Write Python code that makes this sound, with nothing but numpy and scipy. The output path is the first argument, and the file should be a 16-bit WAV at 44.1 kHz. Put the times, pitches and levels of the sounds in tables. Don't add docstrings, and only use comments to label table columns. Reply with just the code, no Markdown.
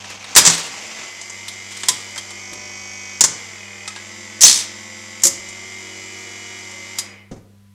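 import sys
import numpy as np
from scipy import signal
from scipy.fft import rfft, irfft, next_fast_len
from scipy.io import wavfile
from scipy.ndimage import uniform_filter1d

SR = 44100
rng = np.random.default_rng(int(sys.argv[2]) if len(sys.argv) > 2 else 0)


def generate_wav(signal):
    frames = np.transpose(np.atleast_2d(signal))
    scaled = np.clip(frames, -1, 1) * 32767
    pcm = np.round(scaled).astype(np.int16)
    wavfile.write(sys.argv[1], SR, pcm)


N = 341334
TIME = np.arange(N) / SR

# f/Hz, level/dB
RACK_SPECTRUM = [(60, -12.5), (250, -6.5), (500, -3.5), (1000, -2), (1700, -7), (2300, 0.5), (2750, 1),
                 (3200, -4.5), (4200, -6.5), (6300, -2), (7600, -10), (9000, -21), (15000, -35)]
AIR_SPECTRUM = [(15, -63), (25, -38.5), (93, -4.5), (146, -8), (196, -19), (250, -24.5), (769, -26),
                (1000, -23), (1150, -18.5), (15000, -28.5)]
RUMBLE_SPECTRUM = [(22, -5), (45, -3), (75, -6)]
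# f/Hz, level/dB
HUM_TONES = [(100, -50.5), (200, -53), (300, -77.5), (400, -81.5), (500, -98.5), (1000, -74)]
# t/s, gain/dB
HUM_GAIN = [(0, 0.5), (1.1, -12), (1.4, -0.5)]
# t/s, hold/s, level/dB, t60/s
DECK_SWAYS = [(2.2, 0.74, -68, 1.1), (5.303, .14, -62, 1.1)]
# t/s, level/dB, body/dB, ping/dB, edge/dB
SINGLE_BLOWS = [(0.0433, -32.5, -10, -17, -31), (0.1018, -32, -4, -2, -9), (0.2421, -28.5, -11, -15.5, -20),
                (0.3512, -6.5, -21, -2.5, -24), (0.499, -6.5, -19, -3.5, -21), (1.213, -25.5, -23, -4, -27),
                (1.297, -28.5, -14, 3, -22), (1.4812, -20, -26, -14, -8), (1.8332, -17.5, -17, -10, -24),
                (1.8846, -1, -23.5, -6.5, -10.5), (2.1593, -26, -7.5, -8, -25),
                (2.178, -19, -18, -8.5, -13), (2.3048, -26, -21, -9, -18), (2.531, -27.5, -17, -8, -9),
                (3.8765, -17.5, -21.5, -9, -26), (3.9604, -28, -11, -13, -30), (5.219, -27, -24, -2, -12),
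                (5.4879, -29.5, -31, -2, -16), (6.9858, -10.5, -26.5, -4.5, -7.5)]
# t/s, level/dB, body/dB, ping/dB, edge/dB, count, gap/s, step per rebound/dB
REBOUNDS = [(0.3624, 8, -21.5, -6.5, -8, 3, 0.0087, -0.5), (0.4511, -1, -20.5, -5, -26, 3, 0.011, 1.5),
            (3.2078, 0.5, -20.5, -0.5, -14, 2, 0.031, -2), (4.4079, -8, -29.5, -1.5, -7, 3, .0065, 3),
            (4.4335, 5.5, -30.5, -7, -12, 12, .0155, -2), (5.235, -3.5, -28.5, 1, -4.5, 3, .0165, -0.9)]
# f/Hz, level/dB
BLOW_SPECTRUM = [(35, -50), (60, -19), (163, -10.5), (259, -14.5), (351, -3.5), (773, -5.5), (869, 3.5),
                 (1520, -3), (1870, 1), (2410, -9), (4220, -10), (5450, -5.5), (5980, -4), (7540, -3.5),
                 (15500, -34)]
# f/Hz, relative level/dB, t60/s
LEVER_MODES = [(1010, -16.5, .2), (1940, -13, 0.17), (4950, -0.5, 0.3), (5500, -18, 0.248),
               (5730, -14, .25), (5540, -19, 0.23), (6590, -3, 0.21), (6740, -25.5, .25), (7400, 0, 0.21),
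               (7690, -9.5, 0.16)]
# f/Hz, t60/s
ECHO_DECAY = [(100, 0.38), (500, 0.89), (2000, 0.66), (6000, 0.41), (12000, 0.22)]
# t/s, level/dB, t60/s, deep bass/dB
BUMPS = [(.366, -25, 0.52, -1), (.468, -27, 0.29, -6), (1.895, -37.5, 0.35, -12), (2.516, -36, 0.21, -6),
         (3.209, -37, 0.7, -18), (4.437, -28.5, 0.22, -4), (5.249, -36, 0.44, -3), (7.312, -23.5, 0.13, 4),
         (7.36, -35.5, 0.17, 2.5)]
# f/Hz, level/dB
BUMP_SPECTRUM = [(25, -6.5), (70, -8.5), (130, -3.5), (200, -3.5), (330, -1.5), (520, -10.5), (950, -19),
                 (1500, -28.5), (4000, -36.5), (6500, -27.5), (12000, -54.5)]
# t/s, hold/s, level/dB, t60/s
SLIDE_STROKES = [(0.446, 0.088, -19.5, 0.44), (1.686, 0.21, -37.5, 1.2), (4.442, 0.18, -31, .22)]
# f/Hz, level/dB
SLIDE_SPECTRUM = [(700, -4.5), (3500, 5), (8000, 6), (11000, -11), (15500, -17)]
CATCH_SPECTRUM = [(8, 3.5), (200, -16.5)]
# f/Hz, level/dB
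DRONE_SPECTRUM = [(130, -26), (210, -5), (270, -15), (360, 1), (420, -9), (570, -4.5), (680, -5.5),
                  (1000, -4), (1600, -6.5), (1900, 2)]
GEAR_SPECTRUM = [(1500, -40.5), (1870, -14), (2010, -4), (2120, -7), (2260, -7), (2370, -4.5), (2490, -4.5),
                 (2720, -17), (2950, -10), (3400, -18.5), (4200, -27)]
RASP_SPECTRUM = [(1880, -25), (3200, -3), (4090, -9.5), (4540, -7.5), (4910, -2), (5320, -4), (6230, -0.5),
                 (6790, -5), (7300, -3), (9200, -20), (10900, -25.5), (12000, -23.5), (13500, -41.5),
                 (15500, -39)]
CHATTER_SPECTRUM = [(5000, -3.5), (5600, 0), (6050, 1), (6350, 2), (6900, -5)]
FLUTTER_SPECTRUM = [(4, 0), (25, -6)]
# t/s, length/s, speed step/(rev/s)
CAM_STEPS = [(2.01, .1, .6), (2.21, .32, 1.53), (3.11, .42, -3.74), (3.38, .31, -6.73), (3.75, .38, 3.96),
             (4.15, .44, -.86), (4.54, .25, .85), (5.13, 1.13, 1.2), (5.17, .28, 2.54), (6.57, .17, -1.36),
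             (6.79, .16, .56)]
# f/Hz, width/Hz, gain/dB
CHASSIS_MODES = [(219.5, 6.8, 4.5), (359.4, 23, -1.5), (474, 10, 3.5), (2102, 27, 6), (2220, 50, -0.5),
                 (2950, 28, 7), (4820, 70, -1), (5690, 69, -6), (7180, 130, -1.5), (7370, 91, 2),
                 (8700, 110, -4), (9750, 130, -4), (10200, 130, -3.5), (11270, 130, -4), (11700, 200, -3)]
# shaft order, relative level/dB
SHAFT_ORDERS = [(5, -15), (7, -10), (8, -8), (10, -11.5), (12, -9.5)]
WORM_ORDERS = [(40, -2), (42, -14), (43, 0), (45, -1), (47, -9), (48, -9.5), (50, -4.5), (62, -5.5)]
# t/s, gain/dB
SHAFT_GAIN = [(1, -12), (2.6, -3), (3.6, -27), (4.2, 2), (5.3, 1), (6.2, 2.5), (7, -0.5)]
# t/s, gain
MOTOR_FADE = [(.45, 0), (.75, 1), (7.23, 1), (7.29, 0)]
# t/s, f/Hz, level/dB, t60/s
STRUCK_NOTES = [(0.469, 167, -19.5, 0.38), (1.886, 1010, -21.5, 0.16), (2.179, 3220, -21.5, 0.069),
                (3.877, 1284, -29, 0.11), (3.961, 1645, -28.5, 0.12), (4.453, 4357, -9.5, 0.3),
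                (5.25, 343, -28, .3), (5.25, 547, -26, 0.27), (3.211, 160.6, -36.5, 0.56)]
# t/s, f/Hz, level/dB
PIVOT_GLIDE = [(4.413, 6980, -22), (4.424, 6824, -5), (4.431, 6410, -12.5), (4.435, 5930, -4),
               (4.441, 5920, 11.5), (4.450, 6474, 8), (4.46, 6740, -23)]

START_S, CUT_S, COAST_S = .36, 7.0, .29
CRUISE_RPS, FREE_RPS, FREE_RANGE_RPS = 48.05, 48.3, 1.6


def amp(db):
    return 10 ** (np.asarray(db) / 20)


def unit(x):
    return x / np.sqrt(np.mean(x ** 2) + 1e-20)


def at_hz(table, hz):
    table_hz, value = np.transpose(table)
    return np.interp(np.log(hz + 1), np.log(table_hz + 1), value)


def follow(table, t=TIME):
    times_s, *columns = np.transpose(table)
    return [np.interp(t, times_s, column) for column in columns]


def colour(x, spectrum):
    size = 2 * next_fast_len(len(x) // 2 + SR // 20)
    hz = np.fft.rfftfreq(size, 1 / SR) + 1
    skirts = 1 / (1 + (spectrum[0][0] / hz) ** 8) / (1 + (hz / spectrum[-1][0]) ** 12)
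    return irfft(rfft(x, size) * amp(at_hz(spectrum, hz)) * skirts)[:len(x)]


def noise(spectrum, samples=N):
    return unit(colour(rng.standard_normal(samples), spectrum))


def add(mix, start_s, sound):
    part = mix[max(round(start_s * SR), 0):][:len(sound)]
    part += sound[:len(part)]


def strike(t, db, t60_s, rise_s):
    return amp(db - 60 * t / t60_s) * (1 - np.exp(-t / rise_s))


def stroke(start_s, hold_s, db, t60_s, rise_s=.03):
    t = TIME - start_s
    return np.clip(t / rise_s, 0, 1) * amp(db - 60 * np.maximum(t - hold_s, 0) / t60_s)


def carousel(knocks_per_s=240, knock_t60_s=.06):
    t = np.arange(SR // 16) / SR
    knocks = (rng.random(N) < knocks_per_s / SR) * rng.random(N)
    energy = abs(signal.fftconvolve(knocks, amp(-60 * t / knock_t60_s))[:N])
    rattle = unit(colour(np.sqrt(energy) * rng.standard_normal(N), RACK_SPECTRUM))
    return stroke(start_s=-.04, hold_s=1.1, db=-36, t60_s=.3) * rattle


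def background(rumble_db=-72.5, air_db=-62):
    hum = sum(amp(db) * np.sqrt(2) * np.sin(2 * np.pi * (hz * TIME + rng.random()))
              for hz, db in HUM_TONES)
    sway = amp(rumble_db) + sum(stroke(*row) for row in DECK_SWAYS)
    rumble = sway * noise(RUMBLE_SPECTRUM)
    return hum * amp(follow(HUM_GAIN)[0]) + rumble + amp(air_db) * noise(AIR_SPECTRUM)


def blow(db, body_db, ping_db, edge_db):
    t = np.arange(SR // 3) / SR
    low_db, peak_db, high_db = body_db + 8, ping_db + 5, edge_db + 13
    tone = [(30, low_db), (1500, low_db), (3600, -peak_db), (5200, 0),
            (7000, peak_db), (8500, 0), (11500, high_db), (18000, high_db)]
    return colour(noise(BLOW_SPECTRUM, len(t)), tone) * strike(t, db, t60_s=.072, rise_s=.00043)


def clacks(body_step_db=-.27, ticks_per_s=1.2):
    out = np.zeros(N)
    for start_s, *levels_db in SINGLE_BLOWS:
        add(out, start_s, blow(*levels_db))
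    for start_s, db, body_db, ping_db, edge_db, count, gap_s, step_db in REBOUNDS:
        for k in range(round(count)):
            rebound = blow(db + k * step_db, body_db + k * body_step_db, ping_db, edge_db)
            add(out, start_s + k * gap_s, rebound)
    ticks = (rng.random(N) < ticks_per_s / SR) * (TIME < CUT_S)
    tick = blow(db=-33.5, body_db=-23.5, ping_db=-7, edge_db=-19)
    return out + signal.fftconvolve(ticks, tick)[:N]


def lever_ring(blows):
    t = np.arange(SR // 2) / SR
    modes = sum(amp(db - 60 * t / t60_s) * np.cos(2 * np.pi * hz * t) for hz, db, t60_s in LEVER_MODES)
    return signal.fftconvolve(blows, modes / np.linalg.norm(modes))[:N]


def cabinet_echoes(x, rise_s=.0018):
    hz, t, bins = signal.stft(rng.standard_normal(SR), SR, nperseg=256)
    decay = amp(-60 * t / at_hz(ECHO_DECAY, hz)[:, None])
    tail = signal.istft(bins * decay, SR, nperseg=256)[1]
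    tail *= 1 - np.exp(-np.arange(len(tail)) / SR / rise_s)
    return signal.fftconvolve(x, tail / np.linalg.norm(tail))[:N]


def thuds():
    t, out = np.arange(SR // 2) / SR, np.zeros(N)
    for start_s, db, t60_s, deep_db in BUMPS:
        bass_shelf = [(10, deep_db), (55, deep_db), (110, 0), (18000, 0)]
        shudder = colour(noise(BUMP_SPECTRUM, len(t)), bass_shelf)
        add(out, start_s, shudder * strike(t, db, t60_s, rise_s=.0037))
    return out


def slides(grain_db=4):
    catching = amp(grain_db * noise(CATCH_SPECTRUM))
    hiss = unit(colour(catching * rng.standard_normal(N), SLIDE_SPECTRUM))
    return sum(stroke(*row) for row in SLIDE_STROKES) * hiss


def shaft_rps(start_sag_rps=12.2, spin_up_s=.51, brake_rps_per_s=60):
    rps = CRUISE_RPS - start_sag_rps * np.exp(-(TIME - START_S) / spin_up_s)
    for start_s, length_s, step_rps in CAM_STEPS:
        progress = np.clip((TIME - start_s) / length_s, 0, 1)
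        rps += step_rps * np.sin(np.pi / 2 * progress) ** 2
    return rps - brake_rps_per_s * np.clip(TIME - CUT_S, 0, COAST_S)


def drive_gain(rps, base_db, db_per_rps, coast_loss_db):
    coast = np.clip((TIME - CUT_S) / COAST_S, 0, 1)
    return amp(base_db + db_per_rps * (rps - CRUISE_RPS) - coast_loss_db * coast ** 2)


def rubbing(turns, pole_db, grit_db, once, twice):
    order = np.arange(2049)
    five_pole = order % 5 == 0
    harmonics = amp(pole_db * five_pole) * (order < 400)
    surface = unit(irfft(harmonics * np.exp(2j * np.pi * rng.random(len(order)))))
    scrape = np.interp(turns, np.arange(len(surface)) / len(surface), surface, period=1)
    pressure = np.exp(once * np.cos(2 * np.pi * turns) + twice * np.cos(4 * np.pi * turns))
    return pressure * (scrape + amp(grit_db) * rng.standard_normal(N))


def shaft_tones(turns, orders):
    return sum(amp(db) * np.sin(2 * np.pi * (round(k) * turns + rng.random())) for k, db in orders)


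def chassis(x):
    return x + sum(amp(db) * signal.lfilter(*signal.iirpeak(hz, hz / width_hz, SR), x)
                   for hz, width_hz, db in CHASSIS_MODES)


def frame_drone(turns, rps):
    rub = rubbing(turns, pole_db=10, grit_db=-.5, once=.11, twice=.055)
    drone = unit(chassis(colour(rub, DRONE_SPECTRUM)))
    tones = amp(follow(SHAFT_GAIN)[0]) * chassis(shaft_tones(turns, SHAFT_ORDERS))
    return drive_gain(rps, base_db=-45, db_per_rps=.17, coast_loss_db=24) * (drone + tones)


def gear_whine(turns, rps, unloaded, mesh_db=-.5, unloaded_db=.5, throb_per_rps=.061):
    teeth = unit(colour(shaft_tones(turns, WORM_ORDERS), GEAR_SPECTRUM))
    sag_rps = np.maximum(CRUISE_RPS - rps, 0) * (TIME > START_S) * (TIME < CUT_S)
    rub = rubbing(turns, pole_db=2.5, grit_db=-3, once=throb_per_rps * sag_rps, twice=.45)
    mesh = amp(mesh_db) * unit(colour(rub, GEAR_SPECTRUM))
    gain = drive_gain(rps, base_db=-40.5, db_per_rps=-.05, coast_loss_db=15)
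    return gain * amp(unloaded_db * unloaded) * unit(chassis(teeth + mesh))


def brushes(turns, rps, unloaded, chatter_db=-2, start_hiss_db=26.5, start_hiss_s=.18,
            hush_db_per_s=150.5):
    rub = rubbing(turns, pole_db=11.5, grit_db=-1, once=.08, twice=.077)
    rasp = (1 - .35 * unloaded) * unit(chassis(colour(rub, RASP_SPECTRUM)))
    light_rub = rubbing(turns, pole_db=5, grit_db=-20, once=.4, twice=.2)
    chatter = amp(chatter_db) * unloaded * unit(colour(light_rub, CHATTER_SPECTRUM))
    hiss_boost_db = start_hiss_db * np.exp(-np.maximum(TIME - START_S, 0) / start_hiss_s)
    hush_db = hush_db_per_s * np.maximum(TIME - CUT_S, 0)
    gain = drive_gain(rps, base_db=-38.5, db_per_rps=.46, coast_loss_db=12)
    return gain * amp(hiss_boost_db - hush_db) * (rasp + chatter)


def motor(flutter_depth=.0008):
    rps = shaft_rps()
    turns = np.cumsum(rps * (1 + flutter_depth * noise(FLUTTER_SPECTRUM))) / SR
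    unloaded = np.clip((rps - FREE_RPS) / FREE_RANGE_RPS, 0, 1)
    whir = frame_drone(turns, rps) + gear_whine(turns, rps, unloaded) + brushes(turns, rps, unloaded)
    return follow(MOTOR_FADE)[0] * whir


def twangs():
    t, out = np.arange(SR) / SR, np.zeros(N)
    for start_s, hz, db, t60_s in STRUCK_NOTES:
        add(out, start_s, np.sin(2 * np.pi * hz * t) * strike(t, db, t60_s, rise_s=.0028))
    return out


def pivot_squeak(roughness=.054):
    t, out = np.arange(PIVOT_GLIDE[0][0], PIVOT_GLIDE[-1][0], 1 / SR), np.zeros(N)
    hz, db = follow(PIVOT_GLIDE, t)
    slip = unit(uniform_filter1d(rng.standard_normal(N), size=30))[:len(t)]
    cycles = np.cumsum(hz * (1 + roughness * slip)) / SR
    add(out, t[0], amp(db) * np.sin(2 * np.pi * cycles))
    return out


def scene():
    blows = clacks() + thuds()
    transients = blows + amp(-28) * lever_ring(blows) + pivot_squeak()
    moving = motor() + carousel() + slides()
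    echoes = cabinet_echoes(amp(-12) * transients + amp(-9) * moving)
    return (transients + twangs() + moving + echoes + background())[None]


def record(dry):
    lowpass = signal.firwin(511, 15900, window=("kaiser", 9), fs=SR)
    return signal.oaconvolve(np.clip(dry, -1, 1), lowpass[None], "same")


dry = scene()
out = record(dry)
generate_wav(out)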